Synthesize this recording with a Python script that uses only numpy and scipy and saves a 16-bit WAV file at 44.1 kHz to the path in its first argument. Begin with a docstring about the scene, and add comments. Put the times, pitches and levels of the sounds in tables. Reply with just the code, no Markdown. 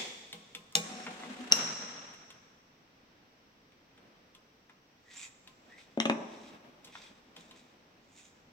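"""Stringing a badminton racket

An electric stringing machine in a quiet, hard-walled workshop, at two close microphones.
A clamp snaps shut and shakes the stand, the geared tension head whines back, steel pliers click
and the turntable rumbles round. String scrapes and squeals through the grommets, the pliers
clatter into a plastic tray, and fingers tick on the frame over a faint hum."""
import sys
import numpy as np
from scipy import signal
from scipy.fft import rfft, irfft
from scipy.io import wavfile
from scipy.ndimage import uniform_filter1d

SR = 44100
rng = np.random.default_rng(int(sys.argv[2]) if len(sys.argv) > 2 else 0)


def to_wav(s):
    """Save 16-bit WAV."""
    ch = np.atleast_2d(s).T  # columns
    pcm = np.round(np.clip(ch, -1, 1) * 32767)  # PCM
    wavfile.write(sys.argv[1], SR, pcm.astype(np.int16))


N = 375732
TIME_S = np.arange(N) / SR

# wall reverberation: freq_hz, t60_s
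ROOM_DECAY = [(120, 0.91), (300, 0.98), (1000, 1.2), (3000, 1.4), (6000, 1.504), (12000, 0.31)]
# spectra of the wall tail, still air, hiss and an earlier clack's echo: freq_hz, gain_db
ROOM_SPECTRUM = [(100, -3.5), (300, 3.5), (1000, 2.5), (3000, -10.5), (6000, -7.5), (12000, 2)]
AIR_SPECTRUM = [(15, -34.5), (25, -6.5), (44, -10.5), (59, -9), (123, -4.5), (151, -4), (256, -1.5),
                (399, -7.5), (456, -5), (582, -8.5), (2690, -13.5), (5000, -20.5), (6500, -56),
                (11000, -120)]
HISS_SPECTRUM = [(4000, -21.5), (5000, -0.5), (5800, 5.5), (6600, -10), (8000, -11.5), (10500, -26.5),
                 (13000, -11), (15500, -12.5)]
ECHO_SPECTRUM = [(71, -54.5), (120, -24.5), (222, -3.5), (288, -13.5), (484, -2), (590, -11.5), (750, -6),
                 (1450, -16), (2240, -4.5), (3020, -10.5), (3470, 1.5), (3910, -11.5), (7400, -13),
                 (10200, -34), (14000, -37.5)]
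# hum: freq_hz, relative_db
HUM_TONES = [(247.6, -86.5)]
# microphone colour difference: freq_hz, left_minus_right_db
MIC_BALANCE = [(500, 0), (2400, 0.9), (4800, 2.5), (8000, -4.5), (14000, -6.5)]
# sleeve brushes: peak_s, rise_s, fall_s, level_db
ARM_MOVES = [(4.03, 0.075, 0.58, -65), (5.7, 0.34, 0.57, -65.5), (6.55, 0.5, 1, -58),
             (7.39, 0.061, .3, -64.5), (8.4, 1.3, .8, -67)]
# noise of cloth, bearing, gears, sliding string and tray rattle: freq_hz, gain_db
CLOTH_SPECTRUM = [(80, -24), (240, 1.5), (400, -7), (600, -5.5), (1100, -11), (3000, -18.5), (9000, -41)]
BEARING_SPECTRUM = [(53, -60), (90, -34.5), (143, -5.5), (221, -1.5), (270, -0.5), (313, -12), (475, -5.5),
                    (988, -6.5), (1290, -2.5), (3010, -12.5), (3870, -12.5), (4800, -25), (6240, -49.5),
                    (10600, -120)]
GEAR_SPECTRUM = [(100, -34), (200, -0.5), (400, -4), (600, -5.5), (900, -6), (1300, -6), (2600, -8.5),
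                 (3800, -12), (4600, -17.5), (7500, -20), (13000, -41.5)]
SCRAPE_SPECTRUM = [(530, -32), (900, -14), (1390, -16.5), (2510, -4.5), (2850, -12), (3700, -4),
                   (4310, -14.5), (6500, 1), (7320, 3), (10500, -29.5), (15000, -29)]
RATTLE_SPECTRUM = [(200, -5.5), (600, 12.5), (1300, 5), (2600, 7), (3700, 5), (4500, -15), (6000, -2.5),
                   (9000, -17), (14000, -61)]
# lead screw growl: freq_hz, relative_db
SCREW_TONES = [(218, -4.5), (246, -4.5), (490, -20.5)]
# lead screw binding: peak_s, level_db
SCREW_SURGES = [(.905, -46), (.98, -54), (1.078, -47.5), (1.25, -51.5), (1.315, -42.5), (1.4, -41.5)]
# string drawn through grommets: peak_s, rise_s, fall_s, level_db, treble_share_db
STRING_PULLS = [(5.135, 0.052, 0.087, -52.5, -5), (5.238, 0.067, .045, -48, -2.5),
                (5.78, 0.12, 0.12, -61.5, -7), (6.48, 0.29, .07, -56.5, -6.5),
                (7.006, .1, .13, -51.5, -7.5), (7.39, 0.028, .1, -58.5, -5),
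                (7.565, 0.051, 0.12, -62.5, -5), (8.185, 0.078, .12, -56.5, -2)]
# sliding string squeals: start_s, end_s, first_hz, last_hz, level_db
STRING_SQUEALS = [(5.052, 5.145, 1850, 2035, -59.5), (5.178, 5.278, 2550, 2425, -56),
                  (5.22, 5.28, 2050, 2107, -58.5), (5.154, 5.202, 6900, 8080, -53),
                  (5.208, 5.266, 8020, 6890, -53.5), (5.69, 5.801, 1780, 2196, -57)]
# fingers, string and tool on the frame: start_s, relative_db, pitch_hz, t60_s, stand_thud_db
FRAME_TICKS = [(0.3276, -25.5, 3412, 0.018, -46), (0.549, -26, 3360, 0.027, -51.5),
               (0.573, -43, 7830, 0.006, -80), (0.7235, -38.5, 5400, 0.017, -80),
               (1.065, -27.5, 1702, 0.051, -42.5), (1.234, -29, 1550, 0.022, -48),
               (1.82, -54, 1200, 0.023, -46.5), (2.044, -44, 1800, 0.017, -71),
               (2.135, -48.5, 3004, 0.089, -80), (2.303, -39, 3070, 0.039, -81),
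               (3.719, -53.5, 2212, .04, -76.5), (3.976, -50.5, 2140, 0.046, -61),
               (4.3486, -43, 3470, 0.032, -76.5), (4.6954, -45, 1800, 0.035, -76.5),
               (5.474, -37.5, 3560, 0.025, -82), (6.845, -40, 4370, 0.049, -62),
               (6.871, -46, 3070, 0.048, -57.5), (6.953, -29, 1574, 0.017, -69),
               (7.3633, -38.5, 3134, 0.045, -52), (7.408, -53, 3520, 0.038, -66),
               (7.51, -41.5, 3080, 0.036, -79)]
# racket hoop response: freq_hz, gain_db
HOOP_SPECTRUM = [(600, -2), (1100, 1), (2300, -1), (3300, 3), (4700, -4), (6000, -1), (8000, 3),
                 (10500, -1), (14000, 3)]
# pliers bouncing in the tray: start_s, boom_db, cutoff_hz, rattle_db
TRAY_KNOCKS = [(5.9744, -22, 720, -39.5), (6.0014, -35.5, 3000, -16), (6.055, -22, 1500, -22),
               (6.0590, -55, 2500, -23), (6.0974, -18.5, 1920, -20), (6.143, -54, 1200, -58)]
# blows on the pliers: start_s, level_db
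PLIER_CLICKS = [(1.5161, -23), (1.522, 0.5), (6.0008, -23), (6.0994, -39)]
# clamp closing: start_s, level_db, stand_thud_db
CLAMP_SNAPS = [(0.7523, -18, -39.5), (0.7535, -4, -30), (0.756, -18, -41.5)]
# modes of string bed, stand with racket, tray, pliers and clamp: freq_hz, gain_db, t60_s
MESH_MODES = [(1042, 1, 0.36), (1249, -4.5, 0.34), (1580, -3.5, 0.065), (2080, -1.5, 0.13),
              (2780, -1, 0.15)]
STAND_MODES = [(169.7, -4.5, .27), (210, -1.5, 0.12), (318, -9.5, 0.082), (420, -9, .1), (487, -5.5, 0.18),
               (635.6, -5, 0.0774), (794.2, 0, 0.05), (1110, -6, 0.16), (1360, -6.5, 0.028),
               (1850, -8, 0.021)]
TRAY_MODES = [(179.4, -27, 0.14), (230.4, -9.5, 0.25), (271, -3, 0.076), (322.6, -4.5, 0.051),
              (403, 1, 0.022), (550, 1, 0.026), (610, -27, 0.054), (790, -23, .028), (1260, 1.5, 0.017),
              (1575, 0.5, 0.021), (2555, 11, 0.012)]
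PLIER_MODES = [(2800, -14, 0.03), (3990, -14.5, 0.02), (5627, -3.5, 0.0172), (5787, -8, 0.015),
               (7575, -11, 0.0061), (11050, -32, 0.028), (12440, -34, .04), (5553, -46.5, 0.76),
               (5532, -43.5, .9), (5771, -41, .7), (5841, -42.5, .7), (10924, -54, 0.6), (12290, -58, 0.44)]
CLAMP_MODES = [(3037, -5.5, 0.0079), (3650, -2, .008), (4594, -13.5, 0.015), (5600, -7.5, 0.012),
               (6370, -10, .006), (7170, -10, 0.013), (8240, -15.5, 0.023), (13500, -17, 0.004014),
               (2380, -33, .2), (6700, -39.5, 0.29), (7456, -42.5, .3)]

# positions: left_lead_ms, left_minus_right_db
AT_CLAMP, AT_HAND, AT_TRAY, AT_RACKET, AT_STAND = (-.3, 3.5), (.205, 1), (.2, 2), (.02, -1.5), (.1, 0)


def undb(db):
    """Decibels to gain."""
    return 10 ** (np.asarray(db) / 20)


def unit(x):
    """Scale to rms 1."""
    return x / np.sqrt(np.mean(x ** 2))


def lookup(points, hz):
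    """Interpolate (freq_hz, value) points on a log-frequency axis."""
    freq_hz, value = np.transpose(points)
    return np.interp(np.log(hz + 1), np.log(freq_hz), value)


def bins_hz(x):
    """FFT bin frequencies of x."""
    return np.fft.rfftfreq(x.shape[-1], 1 / SR)


def colour(x, points):
    """Filter by (freq_hz, gain_db) points; minimum phase, so no pre-ringing."""
    size = x.shape[-1]
    cepstrum = irfft(np.log(undb(lookup(points, bins_hz(x)))), size)
    cepstrum[1:size // 2] *= 2
    cepstrum[size // 2 + 1:] = 0
    return irfft(rfft(x) * np.exp(rfft(cepstrum)), size)


def walk(rate_hz):
    """Smooth random drift, rms 1."""
    hold = max(int(SR / rate_hz), 2)
    steps = np.repeat(rng.standard_normal(N // hold + 1), hold)
    return unit(uniform_filter1d(steps, hold)[:N])


def diffuse(size, spacing_m=0.18):
    """Noise from all sides: the two microphones share only its long waves."""
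    mid, side = rfft(rng.standard_normal((2, size)))
    coherence = .98 * np.sinc(2 * np.fft.rfftfreq(size, 1 / SR) * spacing_m / 343)
    common = mid * np.sqrt(1 + coherence)
    opposed = side * np.sqrt(1 - coherence)
    return unit(irfft(np.array([common + opposed, common - opposed]), size))


def add(out, start_s, sound):
    """Mix a sound in at start_s."""
    i = int(start_s * SR)
    out[..., i:i + sound.shape[-1]] += sound[..., :N - i]


def fading(t60_s):
    """Exponential decay, 2 s long."""
    return undb(-60 * TIME_S[:2 * SR] / t60_s)


def stroke(peak_s, rise_s, fall_s, span_db=14):
    """Gain that climbs span_db over rise_s to 1, then drops span_db per fall_s."""
    distance = np.maximum((peak_s - TIME_S) / rise_s, (TIME_S - peak_s) / fall_s)
    return undb(-span_db * np.minimum(distance, 10))


def running(start_s, stop_s, ramp_s):
    """Gate with linear ramps outside start_s..stop_s."""
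    return np.clip(np.minimum(TIME_S - start_s, stop_s - TIME_S) / ramp_s + 1, 0, 1)


def ring(modes, rise_s):
    """Damped modes of a struck body."""
    t = TIME_S[:2 * SR]
    attack = 1 - np.exp(-t / rise_s)
    return attack * sum(undb(db) * fading(t60_s) * np.cos(2 * np.pi * hz * t) for hz, db, t60_s in modes)


def crack(spectrum, t60_s):
    """Coloured noise burst of a hard contact."""
    decay = fading(t60_s)
    burst = colour(rng.standard_normal(len(decay)) * decay, spectrum)
    return unit(burst) * np.sqrt(np.mean(decay ** 2))


def whistle(hz, jitter):
    """Tone whose pitch trembles with uneven friction."""
    pitch_hz = hz * (1 + jitter * walk(900))
    return unit(np.sin(2 * np.pi * np.cumsum(pitch_hz) / SR))


def place(x, lead_ms, pan_db):
    """Direct sound at two microphones; positive values favour the left."""
    right = irfft(rfft(x) * np.exp(-2j * np.pi * bins_hz(x) * lead_ms / 1000), len(x))
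    return np.array([x * undb(pan_db / 2), right * undb(-pan_db / 2)])


def room(x, lead_ms, pan_db, early_db, late_db):
    """Direct sound, early echoes off the machine and the long tail of the walls."""
    low_cut = signal.butter(3, 125, "high", fs=SR, output="sos")  # small parts radiate no deep bass
    x = signal.sosfilt(low_cut, x)
    t = TIME_S[:2 * SR]
    noise = diffuse(len(t))
    spectrum, centres_hz = rfft(noise), np.transpose(ROOM_DECAY)[0]
    tail = 0
    for (_, t60_s), weights in zip(ROOM_DECAY, np.eye(len(centres_hz))):
        band = lookup(np.c_[centres_hz, weights], bins_hz(noise))
        tail = tail + irfft(spectrum * band) * fading(t60_s)
    late = unit(colour(tail, ROOM_SPECTRUM) * (1 - np.exp(-t / .012)))
    early = unit(diffuse(len(t)) * fading(t60_s=.14) * np.clip(t / .003 - 1, 0, 1))
    response = (undb(early_db) * early + undb(late_db) * late) / np.sqrt(len(t))
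    return place(x, lead_ms, pan_db) + signal.oaconvolve(x[None], response, axes=1)[:, :N]


def microphones(x):
    """The left microphone favours the presence range, the right one the top."""
    half = undb(lookup(MIC_BALANCE, bins_hz(x)) / 2)
    return irfft(rfft(x) * np.array([half, 1 / half]), N)


def workshop(air_db=-63.85, hiss_db=-75.5, echo_db=-38):
    """Still air, thin hiss, faint hum and the dying echo of an earlier clack."""
    air = unit(colour(diffuse(N), AIR_SPECTRUM)) * undb(air_db + .6 * walk(3))
    hiss = unit(colour(rng.standard_normal((2, N)), HISS_SPECTRUM)) * undb(hiss_db)
    hum = sum(undb(db - 1 + 2.494 * walk(4)) * whistle(hz, jitter=.004) for hz, db in HUM_TONES)
    decay = np.exp(-TIME_S / .074) + .34 * np.exp(-TIME_S / .32)
    echo = unit(colour(diffuse(N), ECHO_SPECTRUM)) * undb(echo_db) * decay
    return air + hiss + hum + echo


def sleeves():
    """Cloth rustles unevenly as the arms move."""
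    motion = sum(undb(db) * stroke(peak_s, rise_s, fall_s) for peak_s, rise_s, fall_s, db in ARM_MOVES)
    return motion * unit(colour(diffuse(N) * undb(2 * walk(30)), CLOTH_SPECTRUM))


def turntable(start_s=1.52, stop_s=3.3, start_db=-34.5, fade_db_per_s=32.5):
    """Pushed round, the bearing rumbles, fades as friction slows it and is stopped by hand."""
    rumble = unit(colour(diffuse(N) * undb(1.5 * walk(70)), BEARING_SPECTRUM))
    level_db = start_db - fade_db_per_s * np.maximum(TIME_S - start_s, 0)
    return undb(level_db) * running(start_s, stop_s, ramp_s=.015) * rumble


def tension_head(start_s=.84, stop_s=1.52, top_speed_s=1.0, swell_s=.14, noise_db=-48):
    """The motor whine peaks at top speed, the gears slow and the lead screw binds in growling surges."""
    gate = running(start_s, stop_s, ramp_s=.022)
    gear_noise = gate * unit(colour(diffuse(N) * undb(1.592 * walk(120)), GEAR_SPECTRUM))
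    binding = sum(undb(db) * stroke(peak_s, rise_s=.045, fall_s=.05) for peak_s, db in SCREW_SURGES)
    growl = sum(undb(db + 2 * walk(25)) * whistle(hz * (1 + .049 * walk(25)), jitter=.049)
                for hz, db in SCREW_TONES)
    out = binding * growl
    motor_gain = undb(-58) * stroke(top_speed_s, swell_s, swell_s)
    motor_hz = 5550 - 550 * np.minimum(((TIME_S - top_speed_s) / swell_s) ** 2, 2)
    teeth_gain, teeth_hz = undb(-57.5), 755 - 35 * (TIME_S - start_s)
    for gain, hz in ((motor_gain, motor_hz), (teeth_gain, teeth_hz)):
        flutter = unit(undb(4.8 * walk(40)))
        out += gate * gain * flutter * whistle(hz, jitter=.027)
    return undb(noise_db) * gear_noise + room(out, *AT_HAND, early_db=-8.5, late_db=-12.5)


def string(jitter_hz=105):
    """String slips through a grommet in dense tiny jerks, with short rasping squeals."""
    grip = unit(undb(3 * walk(500) + 2.5 * walk(55)))
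    slips = colour(rng.standard_normal(N) * grip, SCRAPE_SPECTRUM)
    dull = unit(colour(slips, [(4500, -4.5), (6500, -19.5)]))
    bright = unit(colour(slips, [(4500, -29.5), (6200, -3.5)]))
    out = np.zeros(N)
    for peak_s, rise_s, fall_s, db, treble_db in STRING_PULLS:
        share = undb(treble_db)
        scrape = dull * np.sqrt(1 - share ** 2) + bright * share
        out += undb(db) * stroke(peak_s, rise_s, fall_s) * scrape
    for start_s, end_s, first_hz, last_hz, db in STRING_SQUEALS:
        progress = np.clip((TIME_S - start_s) / (end_s - start_s), 0, 1)
        squeal = whistle(first_hz + (last_hz - first_hz) * progress, jitter=jitter_hz / first_hz)
        out += undb(db) * np.sin(np.pi * progress) * grip * squeal
    return room(out, *AT_RACKET, early_db=-1, late_db=-9.5)


def frame_ticks(mesh_limit_db=-66, spread_db=2):
    """Dry contacts on the hoop; each rings the string bed, which gives only so far, at another spot."""
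    out, seating = np.zeros(N), 1 - fading(t60_s=.006)
    touches_db = spread_db * rng.standard_normal((len(FRAME_TICKS), len(MESH_MODES)))
    for (start_s, db, hz, t60_s, _), touch_db in zip(FRAME_TICKS, touches_db):
        hump = [(hz / 8, -22), (hz / 2, -6), (hz, 0), (hz * 2, -11), (hz * 4, -25), (hz * 8, -45)]
        tick = undb(db - 5) * seating * crack(hump, t60_s)
        modes = np.array(MESH_MODES)
        modes[:, 1] += touch_db
        mesh = undb(min(db - 23.5, mesh_limit_db)) * ring(modes, rise_s=.00056)
        add(out, start_s, tick + mesh)
    return room(colour(out, HOOP_SPECTRUM), *AT_STAND, early_db=-5.5, late_db=-11)


def stand():
    """Every snap and tick shakes the stand, which answers late and low."""
    out, thud = np.zeros(N), ring(STAND_MODES, rise_s=.0074)
    for start_s, *_, thud_db in CLAMP_SNAPS + FRAME_TICKS:
        add(out, start_s, undb(thud_db) * thud)
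    return room(out, *AT_STAND, early_db=1.5, late_db=-10.5)


def tray():
    """Plier handles, then jaws, hit the plastic tray; soft contacts boom, hard ones rattle."""
    out, boom = np.zeros(N), ring(TRAY_MODES, rise_s=.00018)
    for start_s, boom_db, cutoff_hz, rattle_db in TRAY_KNOCKS:
        contact = signal.butter(2, [175, cutoff_hz], "band", fs=SR)
        knock = undb(boom_db) * signal.lfilter(*contact, boom)
        rattle = undb(rattle_db) * crack(RATTLE_SPECTRUM, t60_s=.015)
        add(out, start_s, knock + rattle)
    return room(out, *AT_TRAY, early_db=-5.5, late_db=-12.5)


def pliers(grit_db=-20):
    """Steel jaws click: a bright burst damped by the hand, then a thin beating ring."""
    out, steel = np.zeros(N), ring(PLIER_MODES, rise_s=.0002)
    for start_s, db in PLIER_CLICKS:
        grit = crack([(500, -17), (3000, 3), (8000, 3), (15000, -26)], t60_s=.011)
        add(out, start_s, undb(db) * (steel + undb(grit_db) * grit))
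    return room(out, *AT_HAND, early_db=-13, late_db=-6.5)


def clamp(grit_db=-11):
    """The clamp lever chatters over its catch and snaps home."""
    out, lever = np.zeros(N), ring(CLAMP_MODES, rise_s=.00039)
    grit_spectrum = [(300, -17.5), (1200, -2), (3000, -1), (8000, -3), (10000, -12.5), (15000, -16.5)]
    for start_s, db, _ in CLAMP_SNAPS:
        grit = crack(grit_spectrum, t60_s=.011)
        add(out, start_s, undb(db) * (lever + undb(grit_db) * grit))
    return room(out, *AT_CLAMP, early_db=-7, late_db=-11.5)


def scene():
    """Work at the machine over the workshop background."""
    impacts = clamp() + stand() + pliers() + tray() + frame_ticks()
    motion = string() + tension_head() + turntable() + sleeves()
    return microphones(impacts + motion) + workshop()


def record(dry, cutoff_hz=15800):
    """Clip at full scale, then low-pass."""
    low_pass = signal.ellip(8, .1, 60, cutoff_hz, fs=SR, output="sos")
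    return signal.sosfiltfilt(low_pass, np.clip(dry, -1, 1))


dry = scene()
out = record(dry)
to_wav(out)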